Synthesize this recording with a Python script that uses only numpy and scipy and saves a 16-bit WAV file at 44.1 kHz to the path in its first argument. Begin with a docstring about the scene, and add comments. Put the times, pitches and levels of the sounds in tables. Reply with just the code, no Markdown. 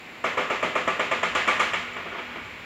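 """A wooded gorge, where a heavy hammer, probably a hydraulic rock breaker, pounds eight times a second.
Each blow clacks on rock, rings the steel and scatters through the trees; later ones hit harder
and carry less bass. The gorge rings on after the hammer stops, with a few dull knocks and tiny ticks.
Underneath lies a bed of steady, airy rush, low rumble and faint engine hum."""
import sys
import numpy as np
from scipy import signal
from scipy.fft import rfft, irfft, next_fast_len
from scipy.io import wavfile
from scipy.ndimage import uniform_filter1d, map_coordinates

SR = 44100
rng = np.random.default_rng(int(sys.argv[2]) if len(sys.argv) > 2 else 0)


def inscribe(sig):
    """Save sig as 16-bit PCM at rate SR to the path in sys.argv[1].

    A 1-D sig is mono; a 2-D sig holds one channel per row.
    Samples are clipped to [-1, 1] before scaling.
    """
    pcm = np.round(np.clip(np.atleast_2d(sig).T, -1, 1) * 32767)
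    wavfile.write(sys.argv[1], SR, pcm.astype(np.int16))


N = 116865

# hammer hits and their trims
# (time [s], level [dB], bass [dB], treble [dB], boom [dB], grit [dB], ring and scatter [dB], clang [dB])
HAMMER_BLOWS = [(0.2392, -2, 1, -1, 3, 0, 2.5, 0.5), (0.3716, -2, 3.5, -1.5, -1, 0.5, 2.5, 5),
                (0.4995, -2.5, 3.5, 0.5, 4, 0, 1.5, 3), (0.626, -1, 4, 0.5, 2, 2, -0.5, 0.5),
                (0.7522, 0, 0, -2.5, 1, 1.5, 0.5, 2.5), (0.8741, -0.5, 4, 0.5, 1.5, 2, -1.5, 4.5),
                (0.9935, 0, 1.5, 2, -1.5, 1, -2, 0), (1.1120, 1.5, -1.5, 1, 1, -0.5, -2.5, -1.5),
                (1.229, 2.5, -2.5, 0, -4, 0.5, -2, -1), (1.349, 3, -1.5, 2, -9, 3.5, -0.5, -2),
                (1.475, 4.5, -3.5, -1.5, -25, 4, 0.5, 1.5), (1.5952, 5.5, -4.5, -1, -12, 4.5, -2, -1),
                (1.733, 1, -5.5, 3, -20, 0, -4.5, -13)]
# tone of steel on rock (frequency [Hz], relative density [dB])
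STRIKE_SPECTRUM = [(60, -29), (100, -16.5), (135, -18.5), (175, -8.5), (280, -8.5), (380, -1.5), (520, -7),
                   (690, -1.5), (750, -8.5), (860, -5.5), (1040, -2.5), (1110, -1.5), (1220, -1.5),
                   (1290, -0.5), (1360, -10), (1440, 0), (1550, -23), (1700, -3), (2320, -4.5),
                   (2550, -8.5), (3200, -8.5), (4100, -29), (6200, -35), (7300, -43), (8400, -50),
                   (15000, -54)]
# decay of that clack (frequency [Hz], t60 [s])
STRIKE_DECAY = [(150, 0.23), (600, 0.11), (1300, 0.15), (2500, 0.11), (7000, 0.049)]
# tone of the reflections off trees and slopes (frequency [Hz], relative density [dB])
SCATTER_SPECTRUM = [(60, -37.5), (130, -14), (220, -11), (430, -1.5), (660, 0), (770, -5.5), (1220, 2.5),
                    (1560, -3.5), (1700, 1), (2300, 1), (3100, -4.5), (4500, -18.5), (6300, -26.5),
                    (7300, -19.5), (8400, -44.5), (15000, -50)]
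# hollow modes of the struck mass (frequency [Hz], relative level [dB], t60 [s])
HOLLOW_MODES = [(560, -2, 0.056), (646.6, -2, 0.091), (869.4, -15.5, 0.096), (1030, -10, 0.088),
                (1198, -6.5, .18), (1287, -6, 0.097), (2277, -11.5, 0.12), (2400, -14.5, 0.21)]
# ringing modes of the tool (frequency [Hz], relative level [dB])
STEEL_MODES = [(242.2, -51), (506.0, -37), (866.7, -42), (1055, -46), (1281, -41), (1443, -39), (1672, -54),
               (2143, -37), (2272, -38)]
# thin high modes of the chisel (frequency [Hz], relative level [dB])
CHISEL_MODES = [(5351, -51), (6148, -51), (6541, -52), (8942, -58.5), (11480, -61)]
# fizz of crushed rock (frequency [Hz], relative density [dB])
GRIT_SPECTRUM = [(1500, -9), (4000, -3), (6500, 3), (7600, -1), (8300, -10), (11500, -13.5), (15500, -40)]
# dull knocks after the hammering (time [s], relative level [dB], bass [dB])
DULL_KNOCKS = [(1.963, -6.5, -1.5), (1.997, -10.5, -6), (2.053, -11, 7), (2.115, -11.5, 6),
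               (2.147, -10, 1.5), (2.179, -6, 0), (2.356, -10, 5)]
# tiny high ticks (time [s], level [dB])
METAL_TICKS = [(1.929, -51), (1.963, -49), (2.458, -53)]
# tone of the gorge's reverb (frequency [Hz], relative density [dB])
GORGE_SPECTRUM = [(60, -23.5), (130, -22), (240, -1.5), (300, -6.5), (530, -2), (760, -3), (1200, 1.5),
                  (1560, 2.5), (2300, 4.5), (3100, -2.5), (4500, -18.5), (7300, -33), (8400, -51),
                  (15000, -70)]
# decay of its near tail (frequency [Hz], t60 [s])
GORGE_DECAY = [(200, 5.9), (1500, 1.7), (3000, 3.1), (8000, 3.2)]
# tone of the steady rush (frequency [Hz], relative density [dB])
RUSH_SPECTRUM = [(20, -45), (45, -28), (100, -5), (230, 0.5), (650, -0.5), (1200, -2), (1600, -1.5),
                 (2300, 4), (3200, -6.5), (4200, -12), (6200, -24), (7400, -15.5), (8300, -36.5),
                 (11500, -28.5), (15500, -32)]
# tone of the low rumble (frequency [Hz], relative density [dB])
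RUMBLE_SPECTRUM = [(20, -50), (35, -26), (48, 3), (75, 1), (105, 4), (135, -11), (250, -59)]
# fader curve of the rumble (time [s], level [dB])
RUMBLE_FADER = [(0, -69), (.5, -59), (1.5, -54.5), (1.619, -52.5), (1.75, -56), (2.279, -58.5), (2.43, -50),
                (2.65, -57.5)]
# partials of the engine hum (frequency [Hz], level [dB])
HUM_PARTIALS = [(98, -65), (170, -61.5), (243, -55)]

STRIKE_DB, SCATTER_DB, HOLLOW_DB, STEEL_DB = -22, -19, -16, -25.5
CRACK_DB, RASP_DB, GRIT_DB, GORGE_DB, RUSH_DB = -40, -46.5, -49, -12.5, -42.5
STRIKE_ATTACK_S, RING_ATTACK_S, KNOCK_ATTACK_S, KNOCK_T60_S = 0.0011, 0.0072, 0.0038, 0.19
RING_SPREAD_DB, PHASE_SPREAD_RAD = 2, 0.86  # variation from hit to hit
BASS_HZ, TREBLE_HZ = 780, 1940


def hammer(repeat_share=0.54, sink_db_per_s=19):
    """Hits on one spot, so part of the clatter repeats. As the chisel sinks, its shimmer turns to rasp."""
    track, t = np.zeros(N), np.arange(SR // 2) / SR
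    clatter = lambda: np.array([amp(STRIKE_DB) * strike(t), amp(SCATTER_DB) * scatter(t)])
    repeated = clatter()
    phases = rng.uniform(0, 2 * np.pi, len(STEEL_MODES))
    for s, db, bass_db, treble_db, boom_db, grit_db, ring_db, clang_db in HAMMER_BLOWS:
        direct, scattered = np.sqrt(repeat_share) * repeated + np.sqrt(1 - repeat_share) * clatter()
        exposed = amp(-sink_db_per_s * (s - HAMMER_BLOWS[0][0]))
        ring = scattered + amp(STEEL_DB) * steel(t, phases) + exposed * chisel(t)
        blow = direct + amp(CRACK_DB) * crack(t) + amp(ring_db) * ring
        body = amp(HOLLOW_DB) * hollow(t, phases, boom_db, clang_db)
        scrape = amp(RASP_DB) * (1 - exposed) * rasp(t)
        fizz = amp(GRIT_DB + grit_db) * grit(t)
        add(track, s, amp(db) * (shelves(blow, bass_db, treble_db) + body + fizz + scrape))
    return track


def strike(t, bounce_s=0.007, bounce_db=-3.5):
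    """Steel on rock: a dense, tight clack with its bounce off the rough ground close behind."""
    clack = lambda: dying(rng.standard_normal(len(t)), STRIKE_DECAY)
    hit = clack()
    add(hit, bounce_s, amp(bounce_db) * clack())
    hit = even(hit, size=40) * (1 - np.exp(-t / STRIKE_ATTACK_S))
    eq_db = lambda hz: along(STRIKE_SPECTRUM, hz)
    eq_rms = np.sqrt(np.mean(amp(eq_db(np.fft.rfftfreq(len(t), 1 / SR))) ** 2))
    return coloured(hit, eq_db) / eq_rms


def scatter(t):
    """Early reflections: the blow thrown back by nearby trees and slopes."""
    return noise(SCATTER_SPECTRUM, len(t)) * envelope(t, attack_s=0.037, t60=0.43)


def hollow(t, phases, boom_db, clang_db, pitch_spread=0.015):
    """The body of the hit: low modes of the struck mass boom, higher ones clang, each slightly detuned."""
    hz, db, t60 = np.transpose(HOLLOW_MODES)[:, :, None]
    detune, shift = rng.standard_normal((2, len(hz), 1))
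    start = phases[:len(hz), None] + PHASE_SPREAD_RAD * shift
    waves = np.sin(2 * np.pi * hz * (1 + pitch_spread * detune) * t + start)
    gains = amp(db + np.where(hz < BASS_HZ, boom_db, clang_db))
    return np.sum(gains * waves * envelope(t, attack_s=0.0069, t60=t60), axis=0)


def steel(t, phases, pitch_spread=0.0029):
    """The tool rings in its modes, a little different in strength and pitch on every hit."""
    hz, db = np.transpose(STEEL_MODES)
    louder, detune, shift = rng.standard_normal((3, len(hz)))
    gains = amp(db + RING_SPREAD_DB * louder) / np.linalg.norm(amp(db)) * np.sqrt(2)
    start = phases + PHASE_SPREAD_RAD * shift
    waves = np.sin(2 * np.pi * np.outer(hz * (1 + pitch_spread * detune), t) + start[:, None])
    return gains @ waves * envelope(t, RING_ATTACK_S, t60=0.26)


def chisel(t, linewidth_hz=24):
    """The chisel's thin ring above the clatter; drifting phases make it shimmer."""
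    hz, db = np.transpose(CHISEL_MODES)[:, :, None]
    drift = np.cumsum(rng.standard_normal((len(hz), len(t))), axis=1)
    drift *= np.sqrt(2 * np.pi * linewidth_hz / SR)
    gains = amp(db + RING_SPREAD_DB * rng.standard_normal(db.shape))
    ring = np.sum(gains * np.sin(2 * np.pi * hz * t + drift), axis=0)
    return ring * envelope(t, RING_ATTACK_S, t60=0.44)


def crack(t, delay_s=0.0024):
    """A short, high clink of metal on metal."""
    shape = envelope(np.maximum(t - delay_s, 0), STRIKE_ATTACK_S, t60=0.048)
    return band(len(t), centre_hz=7290, width_hz=200) * shape


def rasp(t, delay_s=0.036):
    """A rasp just behind the hit, perhaps the chisel scraping in its hole."""
    shape = envelope(np.maximum(t - delay_s, 0), KNOCK_ATTACK_S, KNOCK_T60_S)
    return band(len(t), centre_hz=3970, width_hz=750) * shape


def grit(t):
    """Crushed rock: a bright burst of fizz."""
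    return noise(GRIT_SPECTRUM, len(t)) * envelope(t, STRIKE_ATTACK_S, t60=0.48)


def knocks():
    """Soft, dull knocks, perhaps broken rock settling."""
    track, t = np.zeros(N), np.arange(SR // 2) / SR
    for s, db, bass_db in DULL_KNOCKS:
        knock = noise(STRIKE_SPECTRUM, len(t)) * envelope(t, KNOCK_ATTACK_S, KNOCK_T60_S)
        add(track, s, amp(STRIKE_DB + db) * shelves(knock, bass_db, treble_db=0))
    return track


def gorge(x, far_delay_s=0.533, far_db=0.5):
    """The valley's long reverb tail, with a late, smeared echo off its far side."""
    t = np.arange(N) / SR
    near = dying(rng.standard_normal(N), GORGE_DECAY) * (1 - np.exp(-t / 0.077))  # soft bloom
    far = rng.standard_normal(N) * envelope(np.maximum(t - far_delay_s, 0), attack_s=0.061, t60=2.25)
    wet = signal.fftconvolve(x, near + amp(far_db) * far)[:N]
    # tilt the clatter's tone towards that of the gorge
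    wet = coloured(wet, lambda hz: along(GORGE_SPECTRUM, hz) - along(SCATTER_SPECTRUM, hz))
    return unit(wet) * np.std(x)


def ticks():
    """A few tiny metallic ticks in the tail."""
    track, t = np.zeros(N), np.arange(SR // 10) / SR
    for s, db in METAL_TICKS:
        add(track, s, amp(db) * crack(t))
    return track


def engine(waver_hz=9.12):
    """A faint, wavering hum, probably the engine that drives the hammer."""
    turn = 2 * np.pi * np.arange(N) / SR
    return sum(amp(db) * (wobble(waver_hz) * np.sin(hz * turn) + wobble(waver_hz) * np.cos(hz * turn))
               for hz, db in HUM_PARTIALS)


def background_rush():
    """The bed: a steady, airy rush hanging in the gorge, over a low rumble that swells and ebbs."""
    fader_db = np.interp(np.arange(N) / SR, *np.transpose(RUMBLE_FADER))
    rumble = amp(fader_db) * noise(RUMBLE_SPECTRUM, N)
    return amp(RUSH_DB) * noise(RUSH_SPECTRUM, N) + rumble


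def amp(db):
    """Decibels to gain."""
    return 10 ** (np.asarray(db) / 20)


def unit(x):
    """x at rms 1."""
    return x / np.sqrt(np.mean(x ** 2) + 1e-20)


def along(points, hz):
    """(Hz, value) points read on a log axis."""
    f, v = np.transpose(points)
    return np.interp(np.log(hz + 1), np.log(f + 1), v)


def add(track, s, sound):
    """Mix a sound into the track at s seconds."""
    part = track[int(s * SR):][:len(sound)]
    part += sound[:len(part)]


def coloured(x, db_of_hz):
    """x through a causal filter with the given dB response."""
    m = 2 * next_fast_len(len(x), real=True)
    cepstrum = irfft(np.log(amp(db_of_hz(np.fft.rfftfreq(m, 1 / SR))) + 1e-7))
    cepstrum[1:m // 2] *= 2
    cepstrum[m // 2 + 1:] = 0
    return irfft(rfft(x, m) * np.exp(rfft(cepstrum)))[:len(x)]


def shelves(x, bass_db, treble_db):
    """Low and high shelving EQ."""
    below = lambda hz, corner: 1 / (1 + (hz / corner) ** 4)
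    return coloured(x, lambda hz: bass_db * below(hz, BASS_HZ) + treble_db * (1 - below(hz, TREBLE_HZ)))


def noise(spectrum, size):
    """Noise of rms 1 with the given spectrum."""
    gains = amp(along(spectrum, np.fft.rfftfreq(size, 1 / SR)))
    return unit(irfft(rfft(rng.standard_normal(size)) * gains, size))


def band(size, centre_hz, width_hz):
    """Band-passed noise at rms 1."""
    eq_db = lambda hz: -10 * np.log10(1 + ((hz - centre_hz) / width_hz) ** 4)
    return unit(coloured(rng.standard_normal(size), eq_db))


def dying(x, t60):
    """x with each frequency fading at its own speed."""
    hz, t, z = signal.stft(x, SR, nperseg=256)
    return signal.istft(z * amp(-60 * t / along(t60, hz)[:, None]), SR)[1][:len(x)]


def envelope(t, attack_s, t60):
    """Rise and exponential fall."""
    return (1 - np.exp(-t / attack_s)) * np.exp(-np.log(1000) * t / t60)


def even(x, size):
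    """x with the chance humps of its spectrum levelled, keeping its broad shape, faded out at the end."""
    z = rfft(x, 2 * len(x))
    power = lambda width: np.abs(uniform_filter1d(np.abs(z) ** 2, width)) + 1e-12
    fade = 1 - np.linspace(0, 1, len(x)) ** 2
    return irfft(z * np.sqrt(power(size * 10) / power(size)))[:len(x)] * fade


def wobble(rate_hz):
    """A smooth random LFO."""
    return map_coordinates(rng.standard_normal(200), [np.arange(N) / SR * rate_hz], mode="mirror")


def scene():
    """Mono mix: hammer and knocks feed the gorge's reverb; ticks, engine and rush stay dry."""
    impacts = hammer() + knocks()
    return (impacts + amp(GORGE_DB) * gorge(impacts) + ticks() + engine() + background_rush())[None]


def record(dry):
    """Master EQ: roll off the sub-bass and cut the very top."""
    low_cut_hz, top_hz = 39, 15800
    size = next_fast_len(N + SR // 2)
    hz = np.fft.rfftfreq(size, 1 / SR)
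    low_cut = 1 - 1 / (1 + (hz / low_cut_hz) ** 6)
    return irfft(rfft(dry, size) * low_cut * (hz < top_hz), size)[:, :N]


dry = scene()
out = record(dry)
inscribe(out)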